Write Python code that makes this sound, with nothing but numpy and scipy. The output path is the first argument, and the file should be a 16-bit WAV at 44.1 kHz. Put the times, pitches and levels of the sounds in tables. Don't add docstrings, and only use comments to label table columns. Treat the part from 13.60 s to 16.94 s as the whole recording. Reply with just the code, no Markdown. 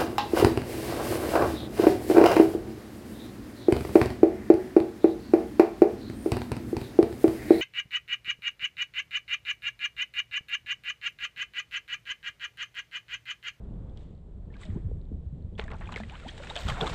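import sys
import numpy as np
from scipy import signal
from scipy.fft import rfft, irfft, next_fast_len
from scipy.io import wavfile
from scipy.ndimage import uniform_filter1d

SR = 44100
rng = np.random.default_rng(int(sys.argv[2]) if len(sys.argv) > 2 else 0)


def master_out(mix):
    frames = np.transpose(np.atleast_2d(mix))
    ceiling = np.clip(frames, -1, 1)
    pcm = np.round(ceiling * 32767).astype(np.int16)
    wavfile.write(sys.argv[1], SR, pcm)


N = 147294
TIME = np.arange(N) / SR

# start_s, level_db
WIND_LEVEL = [(0, -41), (.17, -38), (.3, -41), (.62, -47), (.8, -40.5), (1.04, -45.5), (1.12, -34.5),
              (1.21, -38.5), (1.3, -34), (1.45, -40.5), (1.56, -36.5), (1.65, -43.5), (2.1, -38.5),
              (2.55, -45), (3.0, -45), (3.08, -33), (3.18, -38.5), (3.34, -35.5)]
# frequency_hz, level_db
WIND_SPECTRUM = [(10, -17), (25, 3), (65, 3), (100, -6), (180, -7.5), (280, -20), (450, -23.5), (800, -42),
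                 (1600, -72.5), (5000, -63.5)]
# start_s, pitch_hz, level_db, decay_cycles
WIND_BUFFETS = [(1.087, 193, -27, 2.1), (1.097, 92.5, -24.5, 3.3), (1.159, 188, -14, 0.78),
                (1.171, 344, -27.5, 2.04), (1.248, 92, -22, 2.45), (1.197, 270, -39.5, 1.77),
                (1.318, 85.5, -28, 3), (1.314, 453, -32, 2.1), (1.515, 419, -41.5, 2.9),
                (1.516, 215, -24.5, 1.18), (1.533, 78.2, -27, 2.2), (1.551, 223, -35, 1.5),
                (1.663, 73, -18, 0.72), (1.725, 139, -25.5, 2.04), (1.841, 90, -24.5, 1.27),
                (2.034, 66, -17, 0.49), (2.229, 54, -10.5, 0.38), (2.472, 65.6, -12, 0.31),
                (3.051, 62, -8, 0.49), (3.08, 172, -26.5, 1.43), (3.113, 131, -21.5, 1.5),
                (3.219, 150, -16.5, 1.15)]
# start_s, level_db
RUSH_LEVEL = [(0, -55.5), (.3, -55.5), (.6, -64), (1.0, -58), (1.3, -62.5), (1.8, -64.5), (3.34, -71)]
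# frequency_hz, level_db
RUSH_SPECTRUM = [(100, -1), (350, 2), (700, -6.5), (1300, -18), (2500, -30.5), (8000, -35.5)]
# start_s, level_db
SIZZLE_LEVEL = [(.97, -94), (1.015, -54.5), (1.05, -63), (1.09, -70.5), (1.2, -78), (1.38, -83),
                (1.45, -100)]
# start_s, level_db
FIZZ_LEVEL = [(0, -90), (1.96, -78), (2.0, -76), (2.2, -59.5), (2.45, -58.5), (2.6, -53), (2.75, -52.5),
              (2.9, -47.5), (3.05, -52.5), (3.2, -44), (3.34, -47)]
# frequency_hz, level_db
FIZZ_SPECTRUM = [(150, -7.5), (500, 3.5), (1000, -8), (2000, -3.5), (3500, -7), (5500, -10.5), (8000, -11),
                 (10000, -13.5), (12000, -21.5), (16000, -19.5)]
# start_s, level_db
MIST_LEVEL = [(2.29, -100), (2.325, -52), (2.345, -76), (2.37, -45), (2.44, -93), (2.9, -72), (2.96, -59),
              (3.005, -43), (3.05, -47), (3.095, -41), (3.16, -54), (3.24, -49)]
# frequency_hz, level_db
MIST_SPECTRUM = [(5000, -45.5), (9500, -22), (12000, -1), (15000, 6)]
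# start_s, length_s, start_pitch_hz, end_pitch_hz, level_db
CLOSING_HOLLOWS = [(1.143, 0.042, 707, 1234, -57), (2.5, 0.057, 629, 1180, -49.5),
                   (2.643, 0.037, 499, 1114, -43), (2.895, 0.027, 556, 1155, -40.5),
                   (3.177, 0.04, 633, 1030, -41)]
# start_s, peak_db, centre_hz
SURFACE_SMACKS = [(.139, -62, 3600), (0.297, -59, 4700), (.373, -43, 5360), (.55, -60, 4100),
                  (.924, -53, 1110), (.967, -47.5, 4460), (1.014, -41, 7100), (1.034, -43.5, 3600),
                  (1.053, -42.5, 5030), (1.145, -53, 6000), (1.979, -44, 2970), (1.983, -39, 2500),
                  (2.04, -39, 6000), (2.079, -43, 1140), (2.104, -41, 1180), (2.116, -34.5, 2220),
                  (2.211, -39.5, 1980), (2.293, -43, 1300), (2.325, -48, 4130), (2.3601, -29.5, 4650),
                  (2.401, -29.5, 690), (2.435, -36.5, 1900), (2.497, -34, 2280), (2.599, -38.5, 1970),
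                  (2.683, -32, 4700), (2.7789, -37, 1970), (2.801, -42, 860), (2.836, -33.5, 1710),
                  (2.871, -37, 1790), (2.956, -23.5, 3650), (2.9635, -23, 3300), (2.965, -38, 1520),
                  (3.0865, -24.5, 3020), (3.099, -23.5, 2020), (3.268, -29, 3500), (3.276, -33, 3580),
                  (3.297, -33, 2400)]
# start_s, pitch_hz, level_db, decay_s, pitch_change_per_decay (fraction)
LARGE_BUBBLES = [(0.374, 3060, -48, 0.0019, 0.07), (.903, 1807, -59.5, 0.0094, -0.011),
                 (.941, 2340, -45.5, 0.0029, -0.037), (0.956, 1580, -52, 0.011, 0.036),
                 (1.033, 2040, -41, 0.0054, -0.025), (1.053, 637, -48, 0.025, -0.034),
                 (1.058, 3470, -49.5, .003, 0.069), (1.414, 3600, -58.5, 0.0031, 0.24),
                 (1.953, 3300, -55.5, 0.0042, 0.018), (1.9939, 823, -25, 0.0026, 0),
                 (1.9925, 448, -24.5, 0.0054, -0.011), (2.081, 1700, -32, 0.0023, 0.021),
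                 (2.127, 928, -42.5, 0.004, 0.049), (2.274, 2460, -36, 0.0026, -0.011),
                 (2.291, 987, -30.5, 0.0018, 0.098), (2.341, 2820, -30, 0.0013, 0.022),
                 (2.3606, 2283, -24, 0.0034, -0.092), (2.362, 394, -33, 0.0072, 0.22),
                 (2.377, 1690, -29.5, 0.0021, -0.0014), (2.402, 202.6, -33.5, 0.032, 0.083),
                 (2.435, 2010, -30, 0.0025, -0.014), (2.554, 2690, -37.5, 0.0019, 0.16),
                 (2.66, 197, -34, 0.013, 0.31), (2.688, 3150, -35.5, 0.0051, 0.037),
                 (2.872, 2700, -38, 0.0035, -0.054), (2.8, 522, -36.5, 0.0109, 0.09),
                 (2.9, 3710, -30.5, 0.0045, 0.017), (2.963, 693, -25.5, 0.0033, -0.11),
                 (2.974, 3040, -24, 0.0016, 0.053), (3.08, 930, -41, 0.0069, -0.17),
                 (3.0851, 1170, -32, 0.0046, 0.0059), (3.122, 1650, -25, 0.0019, -0.0044),
                 (3.209, 771, -33.5, 0.028, -0.032), (3.211, 3600, -18, 0.0018, -0.041),
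                 (3.216, 473, -28, 0.021, -0.092), (3.236, 677, -29, 0.017, 0.3),
                 (3.244, 850, -29, 0.012, 0.037), (3.276, 966, -29, 0.0035, 0.14),
                 (3.276, 3900, -21.5, 0.00094, 0.02)]
# centre_s, peak_db, centre_to_peak_s
TAIL_SLAPS = [(1.9951, -25, 0.0003), (1.9965, -18, 0.000077), (3.2242, -41, 0.00037),
              (3.235, -26.5, 0.00087)]
# peak_s, rise_s, fall_s, bubbles_db, middle_pitch_hz, spray_db
SPLASH_EVENTS = [(0.407, 0.026, 0.048, -71.5, 2510, -63.5), (0.949, 0.015, 0.027, -66, 2010, -68),
                 (1.035, 0.022, 0.016, -56, 2730, -54), (1.1, 0.03, 0.057, -62, 1487, -63.5),
                 (1.988, 0.0032, 0.016, -44.5, 2063, -47), (2.016, .008, 0.013, -47, 1105, -66),
                 (2.084, 0.0012, 0.0051, -49.5, 1510, -72), (2.12, 0.0072, 0.016, -42, 1031, -78),
                 (2.215, 0.0032, 0.023, -45.5, 1304, -82), (2.293, 0.0024, 0.015, -48.5, 1170, -72),
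                 (2.324, 0.0031, 0.0056, -41, 1917, -42.5), (2.341, 0.00083, 0.0075, -44, 1240, -58),
                 (2.37, 0.004, 0.015, -46, 1934, -41.5), (2.405, 0.0027, 0.0059, -54, 923, -55),
                 (2.501, 0.0031, 0.012, -52, 2250, -76), (2.55, 0.011, 0.0092, -48, 1630, -78),
                 (2.69, 0.0078, 0.01, -45, 3580, -49.5), (2.78, 0.0017, 0.005, -68, 1670, -44.5),
                 (2.84, 0.0067, 0.012, -49, 1760, -45), (2.873, 0.0016, 0.0029, -54, 1770, -40),
                 (2.902, 0.0048, 0.0065, -45.5, 1980, -38.5), (2.964, 0.0044, 0.01, -38.5, 1630, -44),
                 (3.004, 0.024, 0.032, -66, 1660, -36), (3.098, 0.015, 0.015, -36, 1300, -32),
                 (3.18, 0.02, 0.024, -42, 1034, -51), (3.21, 0.002, 0.0053, -31, 1570, -33),
                 (3.231, 0.0064, .015, -33, 526, -39), (3.274, 0.0087, 0.0067, -35.5, 1590, -33),
                 (3.299, 0.0034, 0.0079, -59, 2070, -31.5), (3.338, 0.009, 0.021, -41.5, 1520, -38)]
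# frequency_hz, level_db
SPRAY_SPECTRUM = [(200, -17), (600, 1), (1500, -3), (3400, -2.5), (5500, -0.5), (8000, -5), (12000, -19),
                  (16000, 9)]
# frequency_hz, gain_db
MICROPHONE_RESPONSE = [(1000, 1), (2700, -1), (3600, 1), (4200, -3.5), (4900, -9.5), (6200, -12),
                       (7700, -6), (8800, -11.5), (10000, -20.5), (11200, -23), (12500, -21), (15500, -50)]

FLOOR_DB, CUTOFF_HZ = -75.5, 15600
WIND_EVEN_S = 0.04
BUBBLE_ATTACK_CYCLES = 0.18
BUBBLE_SPREAD_OCT, BUBBLE_SPREAD_DB = 0.736, 8.5
RING_CYCLES = 6.4
BUBBLE_RISE = 0.06
TICK_SPREAD_OCT, TICK_CYCLES = 0.35, 3.0
RIPPLE_TICK_DB, RIPPLE_TICK_HZ = -84, 3900
DRIP_START_S, DRIP_DB, DRIP_HZ = 1.99, -63, 1918
TICK_DB, TICK_HZ = -65, 6360
SIZZLE_HZ, SIZZLE_HALF_WIDTH_OCT = 8080, 0.19
GULP_ROUGHNESS, GULP_FLUTTER_HZ = 0.28, 118
SMACK_DECAY_S, SMACK_HALF_WIDTH_OCT = 0.002, 0.18
MERGE_S, WASH_HALF_WIDTH_OCT = 0.036, 0.57
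SPRAY_GRAINS_PER_S, SPRAY_SPREAD_DB = 24000, 5.0
SPRAY_CLUMP_DB, SPRAY_CLUMP_HZ = 1.5, 223


def from_db(db):
    return 10 ** (np.asarray(db) / 20)


def rms_one(x):
    return x / np.sqrt(np.mean(x ** 2) + 1e-20)


def level(rows):
    return from_db(np.interp(TIME, *np.transpose(rows)))


def band_pass(x, edges, order):
    return signal.sosfilt(signal.butter(order, edges, "band", fs=SR, output="sos"), x)


def band_edges(hz, half_width_oct):
    return hz * 2. ** (half_width_oct * np.array([-1, 1]))


def colour(x, points):
    size = 2 * next_fast_len(N)
    hz, db = np.transpose(points)
    grid_hz = np.arange(size // 2 + 1) * SR / size
    grid_db = np.interp(np.log(grid_hz + 1), np.log(hz), db)
    cepstrum = irfft(np.log(from_db(grid_db)))
    cepstrum[1:size // 2] *= 2
    cepstrum[size // 2 + 1:] = 0
    return irfft(rfft(x, size) * np.exp(rfft(cepstrum)))[:N]


def noise(points):
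    return rms_one(colour(rng.standard_normal(N), points))


def flutter(hz):
    return rms_one(signal.sosfilt(signal.butter(2, hz, fs=SR, output="sos"), rng.standard_normal(N)))


def add(out, s, sound):
    i = max(int(s * SR), 0)
    if i < N:
        out[i:i + len(sound)] += sound[:N - i]


def bubble(hz, decay, rise):
    age = np.arange(int(6 * decay * SR) + 2) / SR
    envelope = np.exp(-age / decay) * (1 - np.exp(-age * hz / BUBBLE_ATTACK_CYCLES))
    return envelope * np.sin(2 * np.pi * hz * age * (1 + .5 * rise * age / decay))


def cloud(times, middle_hz, spread_oct, cycles):
    out = np.zeros(N)
    draws = np.clip(rng.standard_normal((len(times), 4)), -1.8, 1.8)
    for s, (size, strength, damping, glide) in zip(times, draws):
        hz = min(middle_hz * 2 ** (spread_oct * size), SR / 3)
        gain = from_db(BUBBLE_SPREAD_DB * strength) * (hz / middle_hz) ** 0.063
        decay = cycles / hz * np.exp(.4 * damping)
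        add(out, s, gain * bubble(hz, decay, BUBBLE_RISE * (.5 + glide)))
    return out / np.sqrt(np.sum(out ** 2) / SR + 1e-20)


def crackle(per_s, spread_db, points, count=40):
    out, edges = np.zeros(N), np.geomspace(200, 16000, count + 1)
    strengths = from_db(spread_db * np.minimum(rng.exponential(1, N), 4))
    impacts = strengths * rng.choice([-1, 1], N)
    shares = np.sqrt(edges) / np.sqrt(edges).sum()
    for low, high, share in zip(edges, edges[1:], shares):
        hits = rms_one(impacts * (rng.random(N) < per_s * share / SR))
        out += band_pass(hits + 1e-18, [low, high], 1)
    return rms_one(colour(out, points))


def wind():
    rumble = noise(WIND_SPECTRUM)
    rumble = rumble / np.sqrt(uniform_filter1d(rumble ** 2, int(WIND_EVEN_S * SR)) + 1e-9)
    out = level(WIND_LEVEL) * rumble + level(RUSH_LEVEL) * noise(RUSH_SPECTRUM)
    for s, hz, db, cycles in WIND_BUFFETS:
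        swing = bubble(hz, cycles / hz, 0)
        soft_onset = np.tanh(2.0 * hz * TIME[:len(swing)]) ** 2
        add(out, s, from_db(db) * swing * soft_onset)
    return out


def ripples(count=90):
    times = rng.uniform(0, N / SR, count)
    return from_db(RIPPLE_TICK_DB) * cloud(times, RIPPLE_TICK_HZ, TICK_SPREAD_OCT, TICK_CYCLES)


def sizzle():
    edges = band_edges(SIZZLE_HZ, SIZZLE_HALF_WIDTH_OCT)
    return level(SIZZLE_LEVEL) * rms_one(band_pass(rng.standard_normal(N), edges, 2))


def falling_drops(count=170):
    drip_times = rng.uniform(DRIP_START_S, N / SR, count)
    drips = from_db(DRIP_DB) * cloud(drip_times, DRIP_HZ, BUBBLE_SPREAD_OCT, RING_CYCLES)
    tick_times = rng.uniform(DRIP_START_S, N / SR, 2 * count)
    ticks = from_db(TICK_DB) * cloud(tick_times, TICK_HZ, TICK_SPREAD_OCT, TICK_CYCLES)
    mist = level(MIST_LEVEL) * crackle(per_s=20000, spread_db=6.0, points=MIST_SPECTRUM)
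    fizz = level(FIZZ_LEVEL) * crackle(per_s=25000, spread_db=3.0, points=FIZZ_SPECTRUM)
    return drips + ticks + mist + fizz


def gulps():
    out = np.zeros(N)
    for s, length, start_hz, end_hz, db in CLOSING_HOLLOWS:
        u = np.arange(0, 1, 1 / (length * SR))
        phase = 2 * np.pi * np.cumsum(start_hz * (end_hz / start_hz) ** u) / SR
        roughness = 1 + GULP_ROUGHNESS * flutter(GULP_FLUTTER_HZ)[-len(u):]
        add(out, s, from_db(db) * np.sin(np.pi * u) * roughness * np.sin(phase))
    return out


def plops():
    out = np.zeros(N)
    for s, hz, db, decay, rise in LARGE_BUBBLES:
        add(out, s, from_db(db) * bubble(hz, decay, rise))
    return out


def smacks():
    out, age = np.zeros(N), TIME[:SR // 50]
    for s, db, hz in SURFACE_SMACKS:
        edges = np.minimum(band_edges(hz, SMACK_HALF_WIDTH_OCT), [np.inf, SR / np.e])
        burst = rng.standard_normal(len(age)) * np.exp(-age / SMACK_DECAY_S)
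        snap = band_pass(burst, edges, 1)
        add(out, s, from_db(db) * snap / np.abs(snap).max())
    return out


def slaps():
    out = np.zeros(N)
    for s, db, width in TAIL_SLAPS:
        u = np.arange(-5, 5, 1 / (width * SR))
        add(out, s - len(u) / 2 / SR, -from_db(db) * u * np.exp((1 - u * u) / 2))
    return out


def splashes(count=64):
    out, spray_power = np.zeros(N), np.zeros(N)
    for s, rise, fall, bubbles_db, hz, spray_db in SPLASH_EVENTS:
        exponent = np.where(TIME < s, .5 * ((TIME - s) / rise) ** 2, (TIME - s) / fall)
        pace = np.exp(-np.minimum(exponent, 50))
        turns = (np.arange(count) + rng.random(count)) / count
        times = np.searchsorted(np.cumsum(pace), turns * pace.sum()) / SR
        bubbles = np.sqrt(pace.sum() / SR) * cloud(times, hz, BUBBLE_SPREAD_OCT, RING_CYCLES)
        edges = band_edges(hz, WASH_HALF_WIDTH_OCT)
        wash = rms_one(band_pass(rng.standard_normal(N), edges, 2))
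        clear = 1 / (1 + ((rise + fall) / MERGE_S) ** 2)
        mixture = np.sqrt(clear) * bubbles + np.sqrt((1 - clear) * pace) * wash
        out += from_db(bubbles_db) * mixture
        spray_power += from_db(spray_db) ** 2 * pace
    clumps = rms_one(from_db(SPRAY_CLUMP_DB * np.clip(flutter(SPRAY_CLUMP_HZ), -2, 2)))
    spray = crackle(SPRAY_GRAINS_PER_S, SPRAY_SPREAD_DB, SPRAY_SPECTRUM)
    return out + np.sqrt(spray_power) * clumps * spray


def scene():
    background = wind() + ripples() + from_db(FLOOR_DB) * rng.standard_normal(N)
    fish = sizzle() + falling_drops() + gulps() + plops() + smacks() + slaps() + splashes()
    return (background + fish)[None]


def record(dry):
    heard = colour(dry[0], MICROPHONE_RESPONSE)
    return signal.sosfilt(signal.ellip(10, .2, 80, CUTOFF_HZ, fs=SR, output="sos"), heard)[None]


dry = scene()
out = record(dry)
master_out(out)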